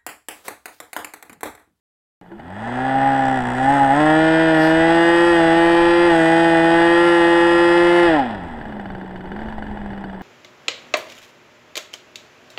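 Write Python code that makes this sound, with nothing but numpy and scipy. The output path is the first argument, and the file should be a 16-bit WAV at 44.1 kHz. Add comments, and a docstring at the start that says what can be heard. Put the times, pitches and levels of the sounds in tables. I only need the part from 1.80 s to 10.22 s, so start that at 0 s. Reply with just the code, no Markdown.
"""A model airplane's single-cylinder two-stroke engine a few metres away on an open airstrip, in light wind.
It pops, hoots as the throttle opens and revs up, stumbling as every other stroke weakens; one tick sounds.
Exhaust pulses ring muffler and airframe, rising to a full-throttle buzz with a brief hiss on the way.
At 6.2 s the throttle shuts and it sinks to a sputtering idle, the three-blade propeller humming between
single pops."""
import sys
import numpy as np
from scipy import signal
from scipy.fft import rfft, irfft, next_fast_len
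from scipy.io import wavfile
from scipy.ndimage import uniform_filter1d, map_coordinates

SR = 44100
rng = np.random.default_rng(int(sys.argv[2]) if len(sys.argv) > 2 else 0)


def waveform_to_disk(signal):
    """Save audio, clipped to [-1, 1], as 16-bit WAV at the path in sys.argv[1]."""
    frames = np.transpose(np.atleast_2d(signal))
    scaled = np.clip(frames, -1, 1) * 32767
    samples = np.round(scaled).astype(np.int16)
    wavfile.write(sys.argv[1], SR, samples)


N = 371322
TIME = np.arange(N) / SR
START_S, IDLE_S = .413, 6.4


def amp(db):
    """dB to gain."""
    return 10 ** (np.asarray(db) / 20)


def unit(x):
    """Scale to rms 1."""
    return x / np.sqrt(np.mean(x ** 2) + 1e-20)


def steady(x, size=4410):
    """Hold the running rms at 1."""
    power = uniform_filter1d(uniform_filter1d(x ** 2, size), size)
    return x / np.sqrt(np.abs(power) + 1e-9)


def along(points, hz):
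    """Read (f/Hz, value) rows on a log axis."""
    f_hz, values = np.transpose(points)
    return np.interp(np.log(hz + 1), np.log(f_hz), values)


def curve(points):
    """Read (t/s, value) rows at every sample."""
    return np.interp(TIME, *np.transpose(points))


def wobble(rate_hz):
    """Smooth random curve with knots at rate_hz."""
    knots = rng.standard_normal(int(N * rate_hz / SR) + 4)
    return map_coordinates(knots, [np.arange(N) * rate_hz / SR])


def colour(x, points, size=4096):
    """Minimum-phase filter of energy 1 from (f/Hz, level/dB) rows; -60 dB/octave above the last."""
    hz = np.fft.rfftfreq(size, 1 / SR)
    db = along(points, hz) - 60 * np.log2(np.maximum(hz / points[-1][0], 1))
    cepstrum = irfft(np.log(amp(db) + 1e-6))
    cepstrum[1:size // 2] *= 2
    cepstrum[size // 2 + 1:] = 0
    response = irfft(np.exp(rfft(cepstrum)))
    return signal.fftconvolve(x, response / np.linalg.norm(response))[:N]


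def pulses(times_s, sizes, half_taps=8):
    """Band-limited impulses between samples."""
    at = times_s[:, None] * SR
    taps = np.floor(at).astype(int) + np.arange(1 - half_taps, half_taps + 1)
    shape = np.sinc(taps - at) * np.cos(np.pi * (taps - at) / (2 * half_taps)) ** 2
    return np.bincount(np.clip(taps, 0, N - 1).ravel(), (sizes[:, None] * shape).ravel(), N)


def bounce(x, delay_s, back):
    """All-pass: cavity echoes spread a pulse in time and keep its colour."""
    size = next_fast_len(N + SR // 2)
    late = np.exp(-2j * np.pi * np.fft.rfftfreq(size, 1 / SR) * delay_s)
    return irfft(rfft(x, size) * (back + late) / (1 + back * late), size)[:N]


def delayed(x, lag_s):
    """Delay by a changing lag."""
    return map_coordinates(x, [np.arange(N) - lag_s * SR], order=2)


def grow(speed_hz, full_db, knee_hz, db_per_hz):
    """Level/dB: rises with speed up to a knee, then holds."""
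    return full_db - db_per_hz * np.maximum(knee_hz - speed_hz, 0)


def coasting(cut_s=6.23, shut_s=.19, settle_s=.27):
    """0 under power, 1 once the throttle has shut, 0 again at idle."""
    age_s = TIME - cut_s
    return np.clip(age_s / shut_s, 0, 1) * np.clip(1 - (age_s - shut_s) / settle_s, 0, 1)


def wind(gust_db=2.5, boost_db=2, air_db=-74):
    """Low buffeting on the microphone over a faint even hiss."""
    # wind strength: t/s, level/dB
    strength = [(0.45, -60), (1.25, -40.5), (3.44, -45), (3.59, -40), (4.66, -46.5), (7.05, -40.5),
                (7.29, -46), (7.84, -34), (8.4, -44)]
    # buffeting spectrum: f/Hz, level/dB
    spectrum = [(10, -4), (25, -6), (65, -7), (110, -15.5), (250, -25), (700, -79)]
    rumble = unit(colour(rng.standard_normal(N), spectrum) * amp(gust_db * wobble(14)))
    return amp(curve(strength) + boost_db) * rumble + amp(air_db) * rng.standard_normal(N)


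def firings(turns, every_turns=3, soft_db=-2.5, scatter_db=1.5):
    """Single firings as (t/s, level/dB); at idle, softer ones fall between the hard ones."""
    # hard firings at low speed: t/s, relative level/dB
    hard = [(0.4137, -43), (0.4615, -43), (0.517, -36.5), (0.598, -33), (6.8129, -28), (6.9234, -30),
            (6.997, -26), (7.0566, -26), (7.213, -28.5), (7.3588, -27), (7.5178, -25.5), (7.5625, -26.5),
            (7.5904, -27), (7.6177, -25.5), (7.6857, -25), (7.725, -27.5), (7.7815, -27), (7.8241, -25.5),
            (7.9124, -29.5), (7.9722, -29), (8.1323, -28), (8.2403, -26), (8.2976, -29.5), (8.4102, -30)]
    rows = list(hard)
    for (s, db), (next_s, _) in zip(hard, hard[1:]):
        if s > IDLE_S:
            first, last = np.interp([s, next_s], TIME, turns)
            soft_turns = np.arange(first + every_turns, last - every_turns / 2, every_turns)
            for soft_s in np.interp(soft_turns, turns, TIME):
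                rows.append((soft_s, db + soft_db + scatter_db * rng.standard_normal()))
    return sorted(rows)


def pops(fired, boost_db=22, tail_gain=.04, t60_s=.028):
    """Each single firing is a bang with a short tail of gas."""
    # muffler and airframe response: f/Hz, level/dB
    body = [(40, -21), (110, 7.5), (300, 8), (500, -1.5), (800, 9.5), (1150, -10.5), (1650, 5.5),
            (2000, -6), (2350, -13), (2720, -27), (2980, -1.5), (3250, -58), (3550, -13), (4050, -42),
            (4500, -16), (5000, -51), (6000, -33), (8100, -58), (9200, -47), (15000, -44)]
    age_s = np.arange(SR // 10) / SR
    bangs = np.zeros(N + SR)
    for s, db in fired:
        burst = tail_gain * rng.standard_normal(len(age_s)) * amp(-60 * age_s / t60_s)
        burst[0] -= 1
        bangs[round(s * SR):][:len(age_s)] += amp(db + boost_db) * burst
    return colour(bounce(bangs[:N], delay_s=.00099, back=.8), body)


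def propeller(turns, speed_hz, rough, blades=3, shimmer_db=1.27):
    """Blade-passing tone."""
    # blade tone: f/Hz, level/dB
    levels = [(180, -39), (203, -31.5), (225, -37), (265, -39.5), (340, -43), (385, -30), (430, -42),
              (500, -52)]
    db = along(levels, blades * speed_hz) + shimmer_db * rough * wobble(45)
    return np.sqrt(2) * amp(db) * np.cos(2 * np.pi * blades * turns)


def churn(level_db=-39.5, lumps_db=2):
    """Lumpy low noise of air stirred by the blades, masked at high speed."""
    # churned air: f/Hz, level/dB
    spectrum = [(70, -22), (125, -5.5), (190, -9.5), (290, -1), (370, -1.5), (460, -7.5), (600, -11),
                (900, -32)]
    return amp(level_db) * unit(colour(rng.standard_normal(N), spectrum) * amp(lumps_db * wobble(40)))


def pipe_tones(turns, speed_hz, rough, misfire_hz=86, misfire_db_per_hz=1.2, coast_db=-11, lag_rad=.2845):
    """Exhaust pressure wave: the pipe cancels or lifts each order near a tuned speed and lags its phase."""
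    # orders 1-12: full level/dB, knee/Hz, growth/(dB/Hz), tuned speed/Hz, width/Hz, change in tune/dB
    orders = [(-26.5, 157, 0.15, 171, 3.3, -8.5), (-13, 163.4, .32, 164, 5.1, -3.5),
              (-20.5, 167.3, .5, 167, 2, -4), (-20, 155, 0.62, 171.5, 1.5, -23.5),
              (-39, 135, 0.5, 161.5, 2.77, -13.5), (-37, 137.8, 0.78, 165, 2.5, -12),
              (-35, 146, 0.7, 161, 4.4, -26), (-39.5, 165, .4, 172, 1.6, 11.5),
              (-37, 143, 5, 166.5, 6.1, -9), (-31, 162, 1.5, 168.5, 1.2, 8.5),
              (-20, 177.5, 0.75, 164, 1.765, -13), (-29.5, 154, 2, 171, 0.99, -22)]
    # muffler resonance: f/Hz, gain/dB
    bark = [(300, -8), (560, -18.5), (690, 15.5), (825, 23.5), (900, 6), (1020, 9), (1250, 5.5)]
    misfire_db = misfire_db_per_hz * np.maximum(misfire_hz - speed_hz, 0)
    wave = np.zeros(N)
    for k, (full_db, knee_hz, db_per_hz, tuned_hz, width_hz, tuned_db) in enumerate(orders, 1):
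        db = grow(speed_hz, full_db, knee_hz, db_per_hz) - misfire_db
        db += tuned_db / (1 + ((speed_hz - tuned_hz) / width_hz) ** 2)
        if k == 1:  # the fundamental needs load
            db += coast_db * coasting()
        if k in (5, 6, 7):
            db += along(bark, k * speed_hz)
        shimmer_db = 1.27 * wobble(45) if k < 5 else 5.5 * wobble(70)
        wave += amp(db + rough * shimmer_db) * np.cos(2 * np.pi * k * turns - lag_rad * k * k)
    return np.sqrt(2) * wave


def strokes(turns, skip, rough, scatter_db=3.5, jitter_s=14e-6, slip_chance=.04):
    """Time and strength of each port opening; the strong-weak pattern sometimes slips a turn."""
    count = np.arange(1, int(turns[-1]) + 1)
    times_s = np.interp(count, turns, TIME)
    scatter, jitter = np.interp(times_s, TIME, rough) * rng.standard_normal((len(count), 2)).T
    weak = (count + np.cumsum(rng.random(len(count)) < slip_chance)) % 2
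    sizes = amp(scatter_db * scatter) * (1 - weak * np.interp(times_s, TIME, skip))
    return times_s + jitter_s * jitter, sizes


def gas(times_s, sizes, life_s, floor=1):
    """Turbulence flares at each stroke and decays to a floor."""
    last = np.clip(np.searchsorted(times_s, TIME) - 1, 0, None)
    envelope = floor + sizes[last] * np.exp(-np.abs(TIME - times_s[last]) / life_s)
    return steady(envelope * rng.standard_normal(N))


def exhaust(turns, speed_hz, skip, rough, intake_gain=.4, echo_gain=.38, ground_gain=.38, chuff_gain=.37):
    """Once a turn the port opens: a crack and a dying puff of gas ring the muffler and airframe."""
    # muffler and airframe responses, low to high: f/Hz, level/dB
    puff_body = [(60, -16.5), (130, -13), (200, -5), (300, -10), (480, -8.5), (620, 2), (720, 2.5),
                 (820, 6.5), (930, 2.5), (1100, -8), (1500, -29)]
    rasp_body = [(750, -57), (1050, -5.5), (1200, -5), (1380, 2), (1560, 0), (1720, 4.5), (1890, 2),
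                 (2060, -2), (2200, -13), (2500, -71)]
    buzz_body = [(1900, -31), (2250, -2), (2550, 3), (2740, -2.5), (2920, 4.5), (3100, -3.5), (3280, 3),
                 (3550, -2.5), (3800, -11), (3980, -7), (4250, -17.5), (4750, -11.5), (5300, -15.5),
                 (5800, -41)]
    shriek_body = [(2900, -22.5), (3280, 8), (3700, -5.5), (4400, -8), (4900, 5.5), (5400, -13),
                   (6000, -26), (9000, -23.5), (10100, -8), (11200, -24.5), (14000, -33)]
    sizzle_body = [(4900, -33), (5700, -9), (6400, -14), (7400, -12), (7750, -2), (8150, 0.5), (8600, -9.5),
                   (9300, -18.5), (10100, -18.5), (11000, -23), (13000, -29), (15500, -37.5)]
    # asphalt reflection as the microphone moves: t/s, lag/s
    ground_lag = [(.4, 0.00043), (1, 0.00045), (1.6, 0.00055), (2, 0.00059), (3, 0.00062), (8.4, 0.00053)]
    # treble swell: t/s, gain/dB
    swell = [(.8, 0.5), (1.1, -3), (1.7, 3), (2.3, 0.5), (2.65, -1), (3.45, 2.5), (4.2, -1), (4.4, 3.5),
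             (4.8, 0), (5.3, 1), (6.2, -1)]

    times_s, sizes = strokes(turns, skip, rough)
    crack = steady(pulses(times_s, sizes))
    # the intake gulps about half a turn later; its drift swells the overtones in turn
    gulp_turns = .5 + .009 * np.interp(times_s[:-1], TIME, wobble(3))
    gulp = steady(pulses(times_s[:-1] + gulp_turns * np.diff(times_s), -sizes[:-1]))
    drive = bounce(crack + intake_gain * gulp, delay_s=.000741, back=.57)
    echo_lag_s = .0044 + .00012 * wobble(2.5)
    drive = steady(drive - echo_gain * delayed(drive, echo_lag_s))

    clean, noisy = np.sqrt(1 - rough), np.sqrt(rough)
    rasp = 1.1 * noisy * gas(times_s, sizes, life_s=.0066)
    rasp -= clean * bounce(drive, delay_s=.0028, back=.64)
    buzz = .8 * noisy * gas(times_s, sizes, life_s=.0089)
    buzz += clean * bounce(drive, delay_s=.0017, back=.8)
    spray = bounce(bounce(crack, delay_s=.000843, back=.36), delay_s=.0015, back=.43)
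    sizzle = clean * spray + .8 * noisy * gas(times_s, sizes, life_s=.0031, floor=.16)
    sizzle += ground_gain * delayed(sizzle, curve(ground_lag))
    # uneven strokes chuff between the orders
    chuff = steady(pulses(times_s, sizes - uniform_filter1d(sizes, size=4)))
    puff = gas(times_s, sizes, life_s=.007)
    puff += (chuff_gain + skip) * bounce(chuff, delay_s=.0028, back=.69)

    def layer(x, body, full_db, knee_hz, db_per_hz, coast_db):
        """Ring a body at a level set by speed and coasting."""
        db = grow(speed_hz, full_db, knee_hz, db_per_hz) + coast_db * coasting()
        return amp(db) * steady(colour(x, body))

    mids = (layer(puff, puff_body, full_db=-27.5, knee_hz=119, db_per_hz=.23, coast_db=-1.5)
            + layer(rasp, rasp_body, full_db=-23.5, knee_hz=142.5, db_per_hz=.3, coast_db=-4.5)
            + layer(buzz, buzz_body, full_db=-29.5, knee_hz=171, db_per_hz=.26, coast_db=.5))
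    treble = (layer(drive, shriek_body, full_db=-40, knee_hz=174, db_per_hz=1.3, coast_db=-1)
              + layer(sizzle, sizzle_body, full_db=-46.5, knee_hz=144.5, db_per_hz=.33, coast_db=-9))
    return mids + amp(curve(swell)) * treble


def hoot(at_s=.515, f_hz=340, level_db=-25, rise_s=.01, t60_s=.18):
    """Hollow hoot as the throttle opens."""
    age_s = np.maximum(TIME - at_s, 0)
    envelope = amp(level_db - 60 * age_s / t60_s) * (1 - np.exp(-age_s / rise_s))
    return envelope * np.sin(2 * np.pi * f_hz * age_s)


def tick(at_s=1.456, level_db=-36, t60_s=.0089):
    """One bright tick of decaying noise."""
    spectrum = [(2000, -34), (6000, -6), (11000, -31), (15000, -31)]  # f/Hz, level/dB
    envelope = (TIME >= at_s) * amp(level_db - 60 * np.abs(TIME - at_s) / t60_s)
    return colour(envelope * rng.standard_normal(N), spectrum)


def hiss(at_s=2.845, level_db=-41, width_s=.06):
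    """Brief spit of hiss at high speed."""
    # f/Hz, level/dB
    spectrum = [(2000, -31), (4900, 7), (6200, -11), (8200, -16), (9300, -12), (11000, -9.5), (15000, -22)]
    envelope = amp(level_db) * np.exp(-.5 * ((TIME - at_s) / width_s) ** 2)
    return colour(envelope * rng.standard_normal(N), spectrum)


def idle_port(turns, fired, blend_s=.3):
    """Port phase in turns: at idle its puffs fall into step with the firings."""
    beats_s = np.array([s for s, _ in fired if s > IDLE_S])
    lead_turns = np.unwrap(np.interp(beats_s, TIME, turns) % 1, period=1)
    return turns - np.interp(TIME, beats_s, lead_turns) * np.clip((TIME - IDLE_S) / blend_s, 0, 1)


def scene(hunt=.00291, swing_db=-11, swing_s=.43):
    """One crankshaft drives propeller and exhaust; its speed sets their level and roughness."""
    # crankshaft: t/s, speed/Hz
    crank = [(0.42, 59.4), (0.5, 60), (0.88, 119.6), (1.06, 132), (1.28, 136.1), (1.56, 131), (1.62, 122.4),
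             (1.74, 124.1), (1.94, 141.5), (2.1, 134.5), (2.2, 151.1), (2.4, 158.9), (2.64, 162.2),
             (2.8, 157.7), (3.14, 166.8), (3.5, 172), (3.62, 165.3), (3.7, 164.6), (3.78, 167.4),
             (4.26, 173.0), (4.34, 165.9), (4.42, 162.8), (4.62, 166.9), (4.8, 164.8), (5.26, 172.3),
             (5.44, 169.7), (6.2, 173.8), (6.26, 172.1), (6.34, 157.2), (6.44, 124.4), (6.62, 87.25),
             (6.82, 73.7), (7.12, 63.6), (7.46, 60.94), (7.62, 73.46), (8.4, 63.4)]
    # stumble: t/s, weakening of every other stroke/0-1
    stumble = [(1.05, 0.3), (1.35, 0.73), (1.72, 0.86), (1.8, .25), (2, 0.58), (2.2, 0.45), (3.2, 0.29)]
    # slow running burns roughly: speed/Hz, noise share/0-1
    roughness = [(85, 0.99), (112, 0.48), (150, 0.36), (172, 0.25)]
    speed_hz, skip = curve(crank), curve(stumble)
    rough = along(roughness, speed_hz)
    turns = np.cumsum(speed_hz * (1 + hunt * rough * wobble(35))) / SR
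    around = hoot() + tick() + hiss() + wind()
    hum = propeller(turns, speed_hz, rough) + pipe_tones(turns, speed_hz, rough)
    fired = firings(turns)
    engine = hum + churn() + exhaust(idle_port(turns, fired), speed_hz, skip, rough)
    # the microphone swings round to the engine
    facing = amp(swing_db * np.exp(-np.maximum(TIME - START_S, 0) / swing_s))
    return (facing * engine + pops(fired) + around)[None]


def record(dry):
    """Silence before START_S; nothing above top_hz."""
    top_hz = 15500
    size = next_fast_len(N + SR // 2)
    passband = np.fft.rfftfreq(size, 1 / SR) < top_hz
    return irfft(rfft(dry * (TIME >= START_S), size) * passband, size)[:, :N]


dry = scene()
out = record(dry)
waveform_to_disk(out)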